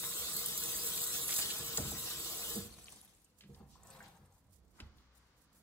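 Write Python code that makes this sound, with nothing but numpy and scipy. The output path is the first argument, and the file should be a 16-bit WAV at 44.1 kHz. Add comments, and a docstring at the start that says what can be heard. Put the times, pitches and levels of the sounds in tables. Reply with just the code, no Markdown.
"""Water fizzes and splatters as a pull-down sprayer rains on a soap loaf in a plastic tray in a steel sink.
The drops keep tray and basin ringing. The spray head clunks into its dock, the tap thumps shut
and the hose dribbles dry. The tray is shifted and tipped: its water gushes off, then it knocks
against the sink. Behind it: wet gloves, bursting suds and the rumble and hiss of a small kitchen."""
import sys
import numpy as np
from scipy import signal
from scipy.fft import rfft, irfft, next_fast_len
from scipy.io import wavfile
from scipy.ndimage import uniform_filter1d

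SR = 44100
rng = np.random.default_rng(int(sys.argv[2]) if len(sys.argv) > 2 else 0)


def bounce(signal):
    """Save signal as a 16-bit WAV file at the path given by the first command-line argument."""
    frames = np.transpose(np.atleast_2d(signal))
    limited = np.clip(frames, -1, 1)
    pcm = np.round(limited * 32767).astype(np.int16)
    wavfile.write(sys.argv[1], SR, pcm)


N = 247842
TIME = np.arange(N) / SR
BINS_HZ = np.fft.rfftfreq(4096, 1 / SR)
SHUT_S, BREAK_S = 2.557, 2.67  # tap closes, jet breaks up
PORT_GAP_S = 0.00019  # travel time between the two microphone ports

# Fine jets on soap: freq_hz, level_db
FIZZ_SPECTRUM = [(1500, -18.5), (2600, -35.5), (3600, -1.5), (5000, -8.5), (6200, -2), (8000, 4.5),
                 (10000, 1), (12000, 3.6), (13500, -1.5), (15000, 3.5), (16000, -4.5)]
# Bigger drops in the basin: freq_hz, level_db
SPLATTER_SPECTRUM = [(250, -12.5), (680, -7.5), (850, -1), (1150, -4), (1600, -2), (2400, -3.7),
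                     (3200, 3.5), (4000, 5.3), (5300, 1.5), (6500, 1), (9000, -22.5), (16000, -15.5)]
# Faint narrow peaks colouring the spray's hiss: pitch_hz, width_hz, level_db
SPRAY_PEAKS = [(3770, 81, -29.5), (4570, 68, -10), (5460, 30, 0.5), (7060, 59, -12), (8400, 62, -2)]
# Jet swept over the soap and back to the dock: time_s, level_db
JET_SWEEP = [(0, -45.5), (.45, -45), (.7, -43), (1.2, -43), (1.27, -45), (1.385, -39.5), (1.46, -45),
             (1.62, -47.5), (2.1, -48), (2.55, -47)]
def spray():
    """Fine jets fizz on the wet soap; bigger drops splatter inside the basin."""
    peaks = sum(amp(db) / (1 + (2 * (BINS_HZ - hz) / width_hz) ** 2) for hz, width_hz, db in SPRAY_PEAKS)
    peak_db = 20 * np.log10(1 + peaks)
    fizz = patter(per_s=3500, spread_db=1.5, wash=1, clump_db=1, clump_hz=14)
    fizz = colour(fizz, curve(FIZZ_SPECTRUM) + peak_db)
    splatter = patter(per_s=1200, spread_db=2, wash=1, clump_db=1, clump_hz=3.7)
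    splatter = colour(splatter, curve(SPLATTER_SPECTRUM) + peak_db)
    sweep_db = np.interp(TIME, *np.transpose(JET_SWEEP))
    rim_db = 3.7 * np.exp(-((TIME - 1.47) / 0.1) ** 2)  # jet crosses the tray's rim
    fizz = wander(fizz, depth_db=2, patch_hz=885, patch_s=0.049)
    fizz *= amp(sweep_db + 5.5) * flow() ** 0.97
    splatter = wander(splatter, depth_db=3.5, patch_hz=403, patch_s=0.045)
    splatter *= amp(-46.5 + 0.18 * (sweep_db - sweep_db[0]) + rim_db) * flow(lead_s=0.0063)
    return (place(fizz, lag_ms=0.2656, wet_db=-13, left_db=0)
            + place(splatter, lag_ms=-0.14, wet_db=-1, left_db=2))


def flow(lead_s=0):
    """Jet gain: full until the tap shuts, then it weakens and breaks."""
    shut_db_per_s, break_db_per_s = 105, 400
    return amp(-shut_db_per_s * since(SHUT_S - lead_s) - break_db_per_s * since(BREAK_S))


# Water breaking on an edge: start_s, level_db, centre_hz, width_oct, t60_s
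EDGE_SPITS = [(0.121, -49, 2020, .6, 0.05), (.781, -51.5, 2000, 0.43, 0.054),
              (0.974, -37.5, 4400, 0.94, 0.086), (1.288, -42.5, 1940, 1.1, 0.15),
              (1.319, -31, 4800, 0.9, 0.1), (1.388, -37.5, 1900, 2.9, 0.12),
              (1.393, -47.5, 8000, 0.66, 0.052), (1.442, -45, 4100, 0.41, .06),
              (1.503, -34.5, 3630, 0.55, 0.07), (4.056, -68, 3200, 0.8, .07)]
def spits(rise_s=0.002, droplets_per_s=3000):
    """A slug of water bursts into a tight cluster of droplets that dies quickly."""
    out, t = np.zeros(N), np.arange(SR // 5) / SR
    for start_s, level_db, centre_hz, width_oct, t60_s in EDGE_SPITS:
        droplets = rng.standard_normal(len(t)) * (rng.random(len(t)) < droplets_per_s / SR)
        cluster = unit_rms(colour(droplets, hump(centre_hz, width_oct)))
        add(out, start_s, cluster * amp(level_db - 60 * t / t60_s) * (1 - np.exp(-t / rise_s)))
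    return place(out, lag_ms=0.071, wet_db=-14, left_db=1.5)


# Single large drops: start_s, level_db, centre_hz, width_oct
LARGE_DROPS = [(0.366, -23.5, 10800, 0.43), (0.460, -23, 9550, 0.5), (0.577, -21.5, 10400, 0.6),
               (.637, -24, 9000, .7), (1.039, -25.5, 7040, 0.68), (1.143, -40, 8400, 0.37),
               (1.28, -25, 9000, 1), (1.308, -24, 8500, 1), (1.340, -23, 9500, 1), (1.362, -25.5, 7700, 1),
               (1.386, -21.5, 8200, 0.77), (2.103, -30.5, 8000, 0.48), (2.725, -50, 4240, 0.13),
               (2.739, -49, 4400, .12), (2.841, -44, 8100, .12), (2.856, -47, 4560, .1),
               (2.921, -43, 8500, 0.089), (2.959, -48, 8500, .1), (3.014, -44.5, 10300, 0.11),
               (3.049, -49, 11400, 0.21), (3.147, -61, 7850, 0.16), (3.245, -53.5, 8150, 0.37),
               (3.833, -50, 8000, 0.27), (3.871, -46, 8000, 0.48), (3.902, -45, 8200, 0.063),
               (3.913, -60, 1910, 0.18), (3.949, -55, 2150, 0.1), (4.027, -53, 7500, .15),
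               (4.039, -53, 1710, 0.31), (4.08, -53, 8500, .5), (4.167, -57, 7900, .2),
               (4.257, -60, 9200, .15), (4.324, -60.5, 8300, 0.29)]
def drops():
    """Large drops snap on the wet soap; the narrow-band ones plink like a trapped bubble."""
    out = np.zeros(N)
    for start_s, level_db, centre_hz, width_oct in LARGE_DROPS:
        add(out, start_s, click(level_db, centre_hz, width_oct, t60_s=0.016))
    return place(out, lag_ms=0.267, wet_db=-10, left_db=0)


# Modes of the sink with the tray in it: pitch_hz, level_db, t60_s
SINK_MODES = [(46, -5, 0.25), (69.9, 2.5, 0.26), (91.1, -2.5, 0.49), (110.3, -10, 0.19), (140.4, 3, 0.24),
              (175.7, 1, 0.15), (200.7, 1.5, 0.24), (265, -7.5, 0.13), (323.4, -5.5, 0.31),
              (336, -0.5, 0.076), (471.4, 4.5, 0.24), (527, -18.5, 0.35), (624.5, -6, 0.062),
              (837, -18.5, 0.22), (1070, -2.5, 0.091), (1216, -1.5, 0.11), (1308, -1.5, 0.1)]
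def drumming():
    """Falling water keeps the sink's modes and the tray's hollow note ringing."""
    mode_power = sum(amp(db) ** 2 / (1 + ((BINS_HZ - hz) * t60_s / 1.1) ** 2)
                     for hz, db, t60_s in SINK_MODES)
    basin = patter(per_s=650, spread_db=3, wash=0.78, clump_db=0.5, clump_hz=16)
    basin = unit_rms(colour(basin, 10 * np.log10(mode_power)))
    tray = patter(per_s=290, spread_db=-1, wash=0.12, clump_db=-1.5, clump_hz=11)
    tray = unit_rms(colour(tray, hump(469, 0.11)))
    push = amp(-55) * flow() + amp(-73.5) * draining()
    return (place(basin * push, lag_ms=-0.084, wet_db=-12.5, left_db=2.5)
            + place(amp(-4.5) * tray * push, lag_ms=-0.63, wet_db=-4.5, left_db=1))


# Dull blows on the sink: start_s, level_db, centre_hz, width_oct, rise_s, rattle_db, sway_db
SINK_BLOWS = [(1.596, -43, 127, 1.3, 0.0036, 4, -14), (1.777, -32, 460, 1.1, 0.0028, -2.5, -4.5),
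              (1.784, -28, 125, 1, .004, -8, -18), (1.849, -31, 149, .45, 0.0062, -4, -5),
              (1.917, -38.5, 266, 0.83, 0.0037, -1, -6), (2.503, -40, 480, .5, 0.0067, -15, -14),
              (2.553, -33.5, 376, 0.62, 0.0026, -15, -7), (2.562, -35, 202, .25, 0.0027, -3, -5),
              (2.588, -37.5, 470, 0.23, 0.0025, -13, -22), (2.645, -44.5, 183, .4, .003, -2, -1),
              (2.776, -51, 195, 0.37, 0.0095, -1.5, -14), (2.954, -49.5, 195, 0.27, 0.0092, -6, -11),
              (3.425, -41, 193, .4, 0.035, -8, -18), (3.49, -40, 123, 1.5, 0.0069, -7, -20),
              (3.603, -44.5, 159, 0.91, 0.0019, -5, -13), (4.035, -49, 189, 0.55, 0.0085, -12, -22),
              (4.198, -45, 100, 0.75, .004, -6.5, -21), (4.457, -52, 86.6, 0.48, 0.0025, -11.5, -13),
              (4.799, -50.5, 199, 0.95, 0.0024, 3.5, 0.5), (4.822, -38.5, 50.4, .7, 0.0033, 0, -20),
              (4.949, -59, 68.5, 0.89, .004, 2.5, -11)]
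def thumps(sway_delay_s=0.018, sway_pitch_ratio=0.36):
    """Each blow is followed by the lower sway of the heavy basin."""
    out = np.zeros(N)
    for start_s, level_db, centre_hz, width_oct, rise_s, rattle_db, sway_db in SINK_BLOWS:
        add(out, start_s, blow(level_db, centre_hz, width_oct, rise_s, rattle_db))
        sway_hz = centre_hz * sway_pitch_ratio
        sway = blow(level_db + sway_db, sway_hz, width_oct=0.66, rise_s=rise_s, rattle_db=2)
        add(out, start_s + sway_delay_s, sway)
    return place(out, lag_ms=-0.25, wet_db=-5.5, left_db=0)


def blow(level_db, centre_hz, width_oct, rise_s, rattle_db, rattle_t60_s=0.13):
    """A blow rings the sink's modes near centre_hz and rattles loose parts."""
    t = np.arange(SR // 2) / SR
    mode_hz, mode_db, t60_s = np.transpose(SINK_MODES)[:, :, None]
    weights = amp(mode_db + hump(centre_hz, width_oct, mode_hz))
    modes = weights * amp(-60 * t / t60_s) * np.sin(2 * np.pi * mode_hz * t)
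    ring = modes.sum(0) / np.linalg.norm(weights)
    rattle = unit_rms(colour(rng.standard_normal(len(t)), hump(centre_hz, 0.87)))
    rattle *= amp(rattle_db - 60 * t / rattle_t60_s)
    return amp(level_db - 5) * (ring + rattle) * (1 - np.exp(-t / rise_s))


# Contacts of spray head, lever and tray: start_s, level_db, centre_hz, width_oct, t60_s
HARD_KNOCKS = [(0.035, -38, 1500, 0.72, 0.15), (1.7723, -23.5, 7280, 0.082, .016),
               (1.773, -24, 5570, 0.65, 0.056), (1.778, -32, 7400, 0.15, 0.044),
               (1.779, -37, 1310, 0.54, 0.062), (1.916, -45, 750, 0.32, 0.078),
               (2.786, -52, 1430, 1.9, 0.036), (2.883, -41, 2700, 0.37, .008),
               (3.408, -48, 2900, 0.72, 0.23), (3.436, -53, 2240, 0.71, 0.1),
               (3.546, -53.5, 3900, .5, 0.033), (3.604, -57, 980, 0.22, 0.025),
               (3.753, -53.5, 1030, 0.28, 0.19), (4.004, -45, 1670, 0.23, 0.11),
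               (4.802, -39.5, 2450, 0.75, 0.025), (4.806, -55, 3530, 0.56, .2),
               (4.983, -60, 3960, 0.29, 0.053)]
def knocks():
    """Metal and plastic parts meet at the basin's rim, near and dry."""
    out = np.zeros(N)
    for start_s, level_db, centre_hz, width_oct, t60_s in HARD_KNOCKS:
        add(out, start_s, click(level_db + 1, centre_hz, width_oct, t60_s))
    return place(out, lag_ms=-0.1, wet_db=-8, left_db=0.8)


def click(peak_db, centre_hz, width_oct, t60_s):
    """A sharp contact, then a band of decaying noise for its many close, damped modes."""
    t = np.arange(SR // 6) / SR
    envelope = amp(-60 * t / t60_s) + 2.4 * np.exp(-t / 0.0032)
    burst = colour(rng.choice([-1, 1], len(t)) * envelope, hump(centre_hz, width_oct))
    return amp(peak_db) * burst / np.abs(burst).max()


# Last water on the soap: freq_hz, level_db
DRIBBLE_SPECTRUM = [(300, -8), (700, 1), (1500, -4.5), (2400, -1.5), (3200, -1.5), (4500, -0.5), (6000, 0),
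                    (8500, 2), (10500, 0.5), (13000, -5), (16000, -7)]
def dribble():
    """The hose empties onto the soap as a broken string of drops."""
    impacts = patter(per_s=250, spread_db=2.5, wash=0.89, clump_db=0, clump_hz=54)
    impacts = colour(impacts, curve(DRIBBLE_SPECTRUM))
    impacts = wander(impacts, depth_db=2.5, patch_hz=497, patch_s=0.024)
    return place(amp(-58) * impacts * draining(), lag_ms=0.17, wet_db=5, left_db=3)


def draining(sag_s=0.42, sag_db_per_s=7, empty_db_per_s=52):
    """Gain of the water left in the hose: it takes over from the jet, sags and runs dry."""
    return (1 - flow()) * amp(-sag_db_per_s * since(SHUT_S) - empty_db_per_s * since(SHUT_S + sag_s))


# Sheet of water off the tray: freq_hz, level_db
SHEET_SPECTRUM = [(100, -2), (200, 0), (330, -12), (480, -2.5), (680, -3), (810, -3), (900, 0), (1000, -3),
                  (1300, -6.5), (1500, -13.5), (1700, -9), (2200, -19), (3000, -20), (8000, -22)]
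# Fine splashes on steel: freq_hz, level_db
SPLASH_SPECTRUM = [(1000, -18), (2500, -1.5), (4500, -2), (7000, -7.5), (8300, 4.5), (9800, -13),
                   (12000, -3), (16000, -12)]
def pour():
    """A sheet of water slides off the hollow, ringing tray; fine splashes come with its front."""
    sheet = patter(per_s=1200, spread_db=2.5, wash=0.64, clump_db=1, clump_hz=23)
    sheet = colour(sheet, curve(SHEET_SPECTRUM))
    tray = patter(per_s=300, spread_db=1.5, wash=0.34, clump_db=3, clump_hz=10)
    tray = amp(-1.5) * unit_rms(colour(tray, hump(799, 0.045)))
    splashes = patter(per_s=1400, spread_db=5, wash=0.66, clump_db=3, clump_hz=25)
    splashes = colour(splashes, curve(SPLASH_SPECTRUM))
    sheet = amp(4) * wander(sheet, depth_db=2.5, patch_hz=198, patch_s=0.021)
    splashes = amp(-2.5) * wander(splashes, depth_db=4.5, patch_hz=704, patch_s=0.04)
    water = (sheet + tray) * runoff() + splashes * runoff(lead_s=0.036)
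    return place(water, lag_ms=-0.031, wet_db=4.5, left_db=0)


# Gushes off the tipped tray: start_s, rise_s, crest_db, ebb_db_per_s
TRAY_GUSHES = [(3.461, 0.12, -69.5, 105), (3.735, 0.26, -60, 59)]
def runoff(lead_s=0):
    """Gain of the flow off the tray: each gush swells to its crest and ebbs."""
    gain = np.zeros(N)
    for start_s, rise_s, crest_db, ebb_db_per_s in TRAY_GUSHES:
        onset_s = start_s - lead_s
        gain += ramp(onset_s, rise_s) * amp(crest_db - ebb_db_per_s * since(onset_s + rise_s))
    return gain


def drips(per_s=170, low_hz=2400, high_hz=12000, life_cycles=26, glide=0.19, candidates=2400):
    """Drips trap small bubbles, each ringing briefly with a rising pitch."""
    out, t = np.zeros(N), np.arange(1500) / SR
    for when, pitch, size, chance in rng.random((candidates, 4)):
        if chance < per_s * N / SR / candidates:
            onset_hz = low_hz * (high_hz / low_hz) ** pitch
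            age = onset_hz * t / life_cycles
            pitch_hz = onset_hz * (1 + glide * np.tanh(age))
            bubble = np.sin(2 * np.pi * np.cumsum(pitch_hz) / SR) * np.exp(-2 * age)
            add(out, when * N / SR, amp(-4 * np.log(size + 0.024)) * bubble)
    return place(unit_rms(out) * dripping(), lag_ms=-0.042, wet_db=2, left_db=0.5)


def dripping(linger_s=0.027):
    """Drip gain: follows jet, dribble and gushes, and lingers after them."""
    water = amp(-68.5) * (flow() + draining()) + amp(-17.5) * runoff()
    pole = np.exp(-1 / (linger_s * SR))
    return signal.lfilter([1 - pole], [1, -pole], water)


# Wet gloves and clothes: middle_s, level_db, centre_hz, length_s
GLOVE_RUBS = [(2.922, -63.5, 5800, .11), (3.548, -74, 8100, 0.063), (3.733, -69, 4800, 0.14),
              (3.878, -66.5, 6950, 0.074), (4.05, -63.5, 3220, 0.071), (4.779, -73.5, 7400, 0.13),
              (4.79, -61, 1090, 0.035), (5.224, -81, 1390, .4), (5.221, -82.5, 7000, .3),
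              (5.568, -71.5, 10130, 0.099)]
def rubs(snaps_per_s=3000, spread_db=0.5):
    """Each rub is a swell of tiny sticky snaps."""
    out = np.zeros(N)
    for middle_s, level_db, centre_hz, length_s in GLOVE_RUBS:
        n = int(length_s * SR)
        sizes = amp(spread_db * np.minimum(rng.exponential(1, SR), 4)[:n])
        chance = rng.uniform(-1, 1, SR)[:n]
        snaps = sizes * np.sign(chance) * (np.abs(chance) < snaps_per_s / SR)
        swell = unit_rms(colour(snaps, hump(centre_hz, 0.63))) * np.hanning(n)
        add(out, middle_s - length_s / 2, amp(level_db + 1.5) * swell)
    return place(out, lag_ms=-0.1, wet_db=42, left_db=3)


def foam():
    """Suds on the soap burst with faint, high ticks."""
    ticks = patter(per_s=200, spread_db=-4.5, wash=0.84, clump_db=6, clump_hz=4.2)
    ticks = unit_rms(colour(ticks, hump(8700, 1)))
    return place(amp(-81.5) * ticks, lag_ms=-0.047, wet_db=9, left_db=3)


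# House rumble: freq_hz, level_db
RUMBLE_SPECTRUM = [(20, -22), (40, -3), (60, 3.5), (90, -4.5), (140, -4), (200, -5), (300, -10.5),
                   (420, -13.5), (900, -21), (3000, -67.5)]
def rumble():
    """Low, slightly wavering noise of the house."""
    noise = unit_rms(colour(rng.standard_normal(N), curve(RUMBLE_SPECTRUM)))
    return place(noise * amp(-72 + 0.5 * waver(7)), lag_ms=-0.25, wet_db=-1.5, left_db=1.5)


# Airy room hiss: freq_hz, level_db
HISS_SPECTRUM = [(150, 4), (400, -1), (800, 0), (1100, 5.5), (1800, 1), (2600, -4), (4500, -2.5),
                 (6500, -9), (9000, -19.5), (12000, -35), (16000, -18)]
def hiss(step_s=4.72, step_db=11, fade_db_per_s=6):
    """Faint diffuse hiss that steps up near the end, then eases."""
    coherence = np.clip(np.sinc(2 * BINS_HZ * PORT_GAP_S), -1, 0.98)
    mid = colour(rng.standard_normal(N), curve(HISS_SPECTRUM) + 10 * np.log10(1 + coherence))
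    side = colour(rng.standard_normal(N), curve(HISS_SPECTRUM) + 10 * np.log10(1 - coherence))
    mid, side = unit_rms(mid), amp(-3) * unit_rms(side)
    level_db = -81 + step_db * ramp(step_s, 0.044) - fade_db_per_s * since(step_s) + 0.5 * waver(5)
    return unit_rms(np.array([mid + side, mid - side])) * amp(level_db)


# Kitchen reverberation: freq_hz, t60_s
KITCHEN_DECAY = [(100, 1), (500, 0.27), (2000, 0.4), (6000, 0.13), (16000, 0.052)]
def room_response(basin_db=13.5, basin_t60_s=0.029):
    """Early echoes between the steel walls over the kitchen's tail, alike at both ports in the bass."""
    hz, t, noise = signal.stft(rng.standard_normal((2, SR // 3)), SR, nperseg=256)
    coherence = np.sinc(2 * hz * PORT_GAP_S)[:, None]
    noise[1] = coherence * noise[0] + np.sqrt(1 - coherence ** 2) * noise[1]
    decay = amp(-60 * t / curve(KITCHEN_DECAY, hz)[:, None]) + amp(basin_db - 60 * t / basin_t60_s)
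    decay[:, 0] = 0
    decay /= np.linalg.norm(decay, axis=1, keepdims=True)
    response = signal.istft(noise * decay, SR, nperseg=256)[1]
    response = np.array([whiten(port) for port in response])
    return response / np.linalg.norm(response[0])


def whiten(response):
    """Flattens an echo's spectrum, so it adds space but no pitch."""
    power = uniform_filter1d(np.abs(rfft(response, 16384)) ** 2, size=15)[::4]
    return colour(response, -10 * np.log10(power + 1e-9))


def place(x, lag_ms, wet_db, left_db):
    """Stereo image: the left port lags by lag_ms; the echoes shift as hands and water move."""
    phases = 2 * np.pi * (TIME + np.arange(4)[:, None] / 4) + waver(5.7) / 2
    fades = np.maximum(np.cos(phases), 0)  # equal-power crossfade of four responses
    echoes = sum(signal.oaconvolve((fade * x)[None], room_response(), axes=1)[:, :N] for fade in fades)
    size = next_fast_len(N + SR // 10)
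    delay = np.exp(-2j * np.pi * np.fft.rfftfreq(size, 1 / SR) * lag_ms / 1000)
    left = irfft(rfft(x, size) * delay, size)[:N]
    stereo = (np.array([left, x]) + amp(wet_db) * echoes) / np.hypot(1, amp(wet_db))
    return stereo * amp([[left_db / 2], [-left_db / 2]])


def patter(per_s, spread_db, wash, clump_db, clump_hz):
    """Uneven droplet impacts over a wash of countless tiny ones, swelling in clumps."""
    sizes = amp(spread_db * np.minimum(rng.exponential(1, N), 5)) * rng.choice([-1, 1], N)
    impacts = unit_rms(sizes * (rng.random(N) < per_s / SR))
    return (impacts + wash * rng.standard_normal(N)) * amp(clump_db * waver(clump_hz))


def wander(x, depth_db, patch_hz, patch_s):
    """Each spot the water hits has its own colour: random patches over time and pitch, rms 1."""
    hz, t, spectrum = signal.stft(x, SR, nperseg=512)
    per_hz, per_s = np.fft.fftfreq(len(hz), hz[1])[:, None], np.fft.fftfreq(len(t), t[1])
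    blur = np.exp(-(per_hz * patch_hz) ** 2 - (per_s * patch_s) ** 2)
    patches = unit_rms(np.fft.ifft2(np.fft.fft2(rng.standard_normal(spectrum.shape)) * blur).real)
    return unit_rms(signal.istft(spectrum * amp(depth_db * patches), SR, nperseg=512)[1][:N])


def waver(corner_hz):
    """Random fluctuation of rms 1 above 4 Hz, rolling off past corner_hz."""
    t = np.arange(2400) / 400
    hz = np.fft.rfftfreq(len(t), t[1])
    spectrum = rfft(rng.standard_normal(len(t))) * (hz > 4) / (1 + (hz / corner_hz) ** 2)
    return np.interp(TIME, t, unit_rms(irfft(spectrum)))


def colour(x, gain_db):
    """Minimum-phase filter shaped by gain_db at BINS_HZ, peak gain 1."""
    cepstrum = irfft(np.log(amp(np.maximum(gain_db - gain_db.max(), -90))))
    half = len(cepstrum) // 2
    cepstrum[1:half] *= 2
    cepstrum[half + 1:] = 0
    return signal.oaconvolve(x, irfft(np.exp(rfft(cepstrum))))[:len(x)]


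def hump(centre_hz, width_oct, hz=BINS_HZ):
    """Resonance in dB with straight skirts."""
    return -12 * (np.sqrt(1 + (np.log2((hz + 1) / centre_hz) / width_oct) ** 2) - 1)


def curve(points, hz=BINS_HZ):
    """Table interpolated over log frequency."""
    point_hz, values = np.transpose(points)
    return np.interp(np.log(hz + 1), np.log(point_hz), values)


def add(mix, start_s, sound):
    """Mixes sound in at start_s."""
    part = mix[round(start_s * SR):][:len(sound)]
    part += sound[:len(part)]


def ramp(start_s, length_s):
    """Linear rise from 0 to 1."""
    return np.clip((TIME - start_s) / length_s, 0, 1)


def since(start_s):
    """Seconds since start_s, zero before."""
    return np.maximum(TIME - start_s, 0)


def amp(db):
    """Decibels to gain."""
    return 10 ** (np.asarray(db) / 20)


def unit_rms(x):
    """Scales to rms 1."""
    return x / np.sqrt(np.mean(x ** 2) + 1e-20)


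def scene():
    """Running water, impacts and background, in stereo."""
    water = spray() + spits() + drumming() + dribble() + pour() + drips()
    impacts = thumps() + knocks() + drops()
    background = rubs() + rumble() + hiss() + foam()
    return water + impacts + background


def record(dry, low_hz=36, high_hz=15800):
    """The microphones' bass cut, then a steep treble limit."""
    bass_cut = signal.butter(3, low_hz, "high", fs=SR, output="sos")
    treble_cut = signal.firwin(611, high_hz, window=("kaiser", 9), fs=SR)
    return signal.oaconvolve(signal.sosfilt(bass_cut, dry), treble_cut[None], "same")


dry = scene()
out = record(dry)
bounce(out)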